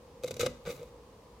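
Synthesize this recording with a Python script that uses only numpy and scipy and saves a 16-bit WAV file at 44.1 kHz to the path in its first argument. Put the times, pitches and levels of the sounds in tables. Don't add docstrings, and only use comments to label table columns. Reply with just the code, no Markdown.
import sys
import numpy as np
from scipy import signal
from scipy.fft import rfft, irfft, next_fast_len
from scipy.io import wavfile

SR = 44100
rng = np.random.default_rng(int(sys.argv[2]) if len(sys.argv) > 2 else 0)


def store_pcm(level_fs):
    pcm = np.round(np.clip(level_fs, -1, 1) * 32767).astype(np.int16)
    wavfile.write(sys.argv[1], SR, np.atleast_2d(pcm).T)


N = 61739
T = np.arange(N) / SR
RING_T = T[:N // 3]
FFT_SIZE = next_fast_len(2 * N, real=True)
FREQ = np.maximum(np.arange(FFT_SIZE // 2 + 1) * SR / FFT_SIZE, 1)


def undb(db):
    return 10 ** (np.asarray(db) / 20)


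def unit(x):
    return x / np.sqrt(np.mean(x ** 2))


def curve(points):
    hz, db = np.array(points).T
    return np.interp(np.log(FREQ), np.log(hz), db)


def shaped(noise, gain):
    return irfft(rfft(noise, FFT_SIZE) * gain)[:N]


def rolloff(x, hz, kind="low", order=1):
    return signal.sosfilt(signal.butter(order, hz, kind, fs=SR, output="sos"), x)


def response(db):
    cepstrum = irfft(np.log(undb(db)))[:N]
    cepstrum[0] /= 2
    return irfft(np.exp(rfft(2 * cepstrum, FFT_SIZE)))[:len(RING_T)]


def through(x, ring):
    ring = np.atleast_2d(ring)
    energy = np.mean(np.sum(ring ** 2, axis=1))
    return signal.fftconvolve(np.atleast_2d(x), ring / np.sqrt(energy), axes=1)[:, :N]


def modes(table, stretch=1, sustain=1):
    return sum(undb(db - 60 * RING_T / (t60 * sustain)) * np.sin(2 * np.pi * hz * stretch * RING_T)
               for hz, t60, db in table)


def spread(side):
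    return side * np.array([[1], [-1]])


def add(out, start, sound):
    i = int(start * SR)
    out[i:i + len(sound)] += sound[:N - i]


# frequency in Hz, relative noise density in dB.
AIR_SPECTRUM = [(15, -28), (25, -13), (59, -6.5), (97, -6.5), (309, -12), (405, -11), (439, -5),
                (476, -10.5), (695, -17.5), (1040, -13.5), (1400, -28), (5280, -34), (16000, -46.5)]
def workshop_air(level_db=-55.5, wide_above_hz=1850):
    mid, side = rng.standard_normal((2, N))
    gain = undb(curve(AIR_SPECTRUM))
    side_gain = gain * FREQ / np.hypot(FREQ, wide_above_hz)
    return undb(level_db) * unit(shaped(mid, gain) + spread(shaped(side, side_gain)))


# centre in Hz, width in Hz, rms level in dB.
HUM_BANDS = [(57.1, 19, -63), (478.9, 8.9, -60), (527.5, 36, -64.5)]
def workshop_hum():
    hum = np.zeros(N)
    for hz, width, db in HUM_BANDS:
        resonance = 1 / (1 + (2 * (FREQ - hz) / width) ** 2)
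        hum += undb(db) * unit(shaped(rng.standard_normal(N), resonance))
    return hum


# start in seconds, length in seconds,
# level in dB, treble over bass in dB, drag on the housing in dB relative to that level.
PAPER_SLIPS = [(0.226, 0.2, -60.5, 12, -4), (0.2347, 0.0035, -43.5, 12.5, 6), (0.242, .003, -42, 10, 4.5),
               (0.259, 0.009, -54, 8, -6), (0.2757, 0.0097, -45.5, 17, 9.5), (0.3082, 0.0068, -39, 11.5, 1),
               (0.341, 0.0017, -45.5, 15, -12), (0.3657, 0.0031, -45.5, 15.5, 11.5),
               (0.394, 0.0087, -34.5, 11, 4), (0.405, .008, -29, 3, -7), (0.412, 0.0086, -34.5, 11, -4),
               (0.424, 0.023, -39, 2, 7.5), (0.4289, 0.001, -38, 6, 10), (0.45, 0.0079, -45, 5, 14),
               (0.4607, 0.0027, -33.5, 13.5, -27), (0.4632, 0.006, -33.5, -8, 6),
               (0.47, 0.038, -57, 10, 10.5), (0.51, 0.068, -63.5, 2, 0), (0.6518, 0.01, -49.5, -5, 11),
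               (0.6621, 0.012, -47, -9, 10.5), (0.674, 0.032, -45.5, -3.5, -11),
               (0.7053, 0.0092, -45.5, 6, 2), (0.712, 0.016, -47.5, 5, 6.5), (0.73, 0.037, -56, 5, 7),
               (0.765, 0.0017, -58, 4, 3), (0.774, 0.051, -59, -5, 14), (0.829, 0.0017, -49, 7.5, 3),
               (0.837, 0.056, -65, 5, 14)]
def slip_pressure(attack_s=0.00061, release_s=0.0028):
    envelopes = []
    for start, length, db, _, _ in PAPER_SLIPS:
        attack = np.clip((T - start) / attack_s, 0, 1)
        release = np.exp(-np.maximum(T - start - length, 0) / release_s)
        envelopes.append(undb(db) * attack * release)
    return np.array(envelopes)


def grains(per_s=12000, spread_db=4.5, chatter_per_s=450, chatter_db=2.0):
    hit = rng.random(N) < per_s / SR
    size = undb(spread_db * np.minimum(rng.exponential(size=N), 2.15))
    polarity = np.sign(rng.standard_normal(N))
    chatter = np.interp(T * chatter_per_s, np.arange(N), rng.standard_normal(N))
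    return unit(hit * size * polarity * undb(chatter_db * chatter))


def friction(pressure, split_hz=4650):
    tilt_db = np.array(PAPER_SLIPS)[:, 3]
    grit = grains()
    bass = rolloff(grit, split_hz)
    treble = grit - bass
    return (undb(-tilt_db / 2) @ pressure) * bass + (undb(tilt_db / 2) @ pressure) * treble


# frequency in Hz, relative gain in dB.
GRIT_SPECTRUM = [(200, -17), (700, -8.5), (1000, -0.5), (1800, -1), (3200, 2), (6500, -0.5), (8200, -3.5),
                 (9600, -6), (11000, -7.5), (14000, -7.5), (16000, -21)]
# centre in Hz, half-width in Hz, lift in dB,
# left minus right in dB.
METAL_RESONANCES = [(1232, 121, 14, 7), (1515, 125, 10, 10), (2188, 242, 12.5, 0.5), (2534, 65, 10.5, 0),
                    (2865, 51, 4.5, 17), (3577, 66, 9.5, 1), (3885, 192, 10, 1), (4690, 260, 3.5, 3),
                    (5785, 63, 6, -4), (6310, 170, 4.5, 2), (7200, 810, 3, 1.5), (8320, 110, 1, 7),
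                    (9200, 87, -15, -6), (12300, 250, -4, -10)]
# pitch in Hz, T60 in seconds, relative level in dB.
STEEL_MODES = [(1278, 0.22, 9), (1992, 0.28, 2.5), (2174, 0.13, 9), (2565, 0.13, -8), (2563, 0.2, -9),
               (2810, 0.092, -2), (3580, 0.068, -7), (3490, 0.11, 0), (3770, 0.06, 2), (5900, 0.033, 3)]
def rasp(pressure, wide_above_hz=3460):
    force, scatter = friction(pressure), friction(pressure)
    wide = force + undb(-4) * spread(scatter - rolloff(scatter, wide_above_hz))
    humps = np.array([1 / (1 + ((FREQ - hz) / width) ** 4) for hz, width, _, _ in METAL_RESONANCES])
    _, _, lift, pan = np.array(METAL_RESONANCES).T
    metal = [response(curve(GRIT_SPECTRUM) + (lift + side * pan / 2) @ humps) for side in (1, -1)]
    return undb(-3.5) * through(wide, metal) + undb(-21) * through(force, modes(STEEL_MODES))


# pitch in Hz, T60 in seconds, relative level in dB.
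HOUSING_MODES = [(489.7, 0.08, 3), (399.4, 0.062, -12), (528, 0.084, -8.5), (602.5, 0.13, -30)]
# pitch in Hz, T60 in seconds, relative level in dB.
BENCH_MODES = [(99.4, 0.21, -10.5), (142.2, 0.2, 2), (172.8, 0.13, 2), (242.7, .5, -3.5), (286.2, 0.26, -8)]
def grumble(pressure):
    drag_db = np.array(PAPER_SLIPS)[:, 4]
    drag = (undb(drag_db) @ pressure) * rng.standard_normal(N)
    housing = through(drag, modes(HOUSING_MODES))
    bench = through(drag, modes(BENCH_MODES))
    return undb(-5.5) * housing + undb(-15.5) * bench


# start in seconds, gain in dB, the housing's main pitch in Hz,
# its T60 under the fingers in seconds, the bench's share in dB.
PAPER_SNAGS = [(0.2364, -25.5, 503.3, 0.073, -23.5), (0.244, -21, 495, 0.046, -35),
               (0.3085, -19.5, 477, 0.019, -27.5), (0.3680, -34, 500, 0.023, -16),
               (0.3956, -22, 485, 0.049, -26), (0.4310, -19.5, 493.5, 0.08, -24.5),
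               (0.463, -16, 508.6, 0.042, -25), (0.6739, -26.5, 493, 0.043, -21.5),
               (0.6903, -29, 472, 0.058, -18.5), (0.7008, -26, 492, 0.039, -19),
               (0.8302, -34.5, 520, 0.029, -41)]
def snag_knocks(swell_s=0.0036):
    main_hz, main_t60, _ = HOUSING_MODES[0]
    bench = modes(BENCH_MODES)
    swell = 1 - np.exp(-RING_T / swell_s)
    out = np.zeros(N)
    for start, db, hz, t60, bench_db in PAPER_SNAGS:
        housing = modes(HOUSING_MODES, stretch=hz / main_hz, sustain=t60 / main_t60)
        add(out, start, undb(db) * swell * (housing + undb(bench_db) * bench))
    return out


# start in seconds, gain in dB, pitch in Hz.
ROCKING_THUDS = [(0.317, -38.5, 98), (0.409, -29.5, 104), (0.490, -37, 54), (0.664, -28.5, 171.6),
                 (0.794, -42.5, 159)]
def rocking(swell_s=0.019, t60_s=0.14):
    swell = 1 - np.exp(-RING_T / swell_s)
    out = np.zeros(N)
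    for start, db, hz in ROCKING_THUDS:
        add(out, start, swell * modes([(hz, t60_s, db)]))
    return out


def return_whisper(peak_s=0.702, rise_s=0.027, fall_s=0.067, level_db=-53):
    t = T - peak_s
    envelope = np.exp(np.minimum(t, 0) / rise_s - np.maximum(t, 0) / fall_s)
    hiss = rolloff(rng.standard_normal((2, N)), hz=9000, kind="high", order=2)
    return undb(level_db) * unit(hiss) * envelope


def room_tail(x, side_db, t60_s=0.45, delay_s=0.0074):
    mid, side = rng.standard_normal((2, N)) * undb(-60 * T / t60_s) * (T > delay_s)
    return through(x, mid + undb(side_db) * spread(side))


def scene():
    pressure = slip_pressure()
    grit = rasp(pressure) + return_whisper()
    body = grumble(pressure) + snag_knocks() + rocking()
    grit_tail = undb(-14.5) * room_tail(rolloff(grit, hz=7500), side_db=0)
    body_tail = undb(-12.5) * room_tail(body, side_db=-13.5)
    return grit + body + grit_tail + body_tail + workshop_air() + workshop_hum()


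def record(dry, rumble_hz=33.3, top_hz=16000):
    clean = rolloff(dry, rumble_hz, kind="high", order=2)
    return signal.sosfilt(signal.ellip(10, .2, 80, top_hz, fs=SR, output="sos"), clean)


dry = scene()
out = record(dry)
store_pcm(out)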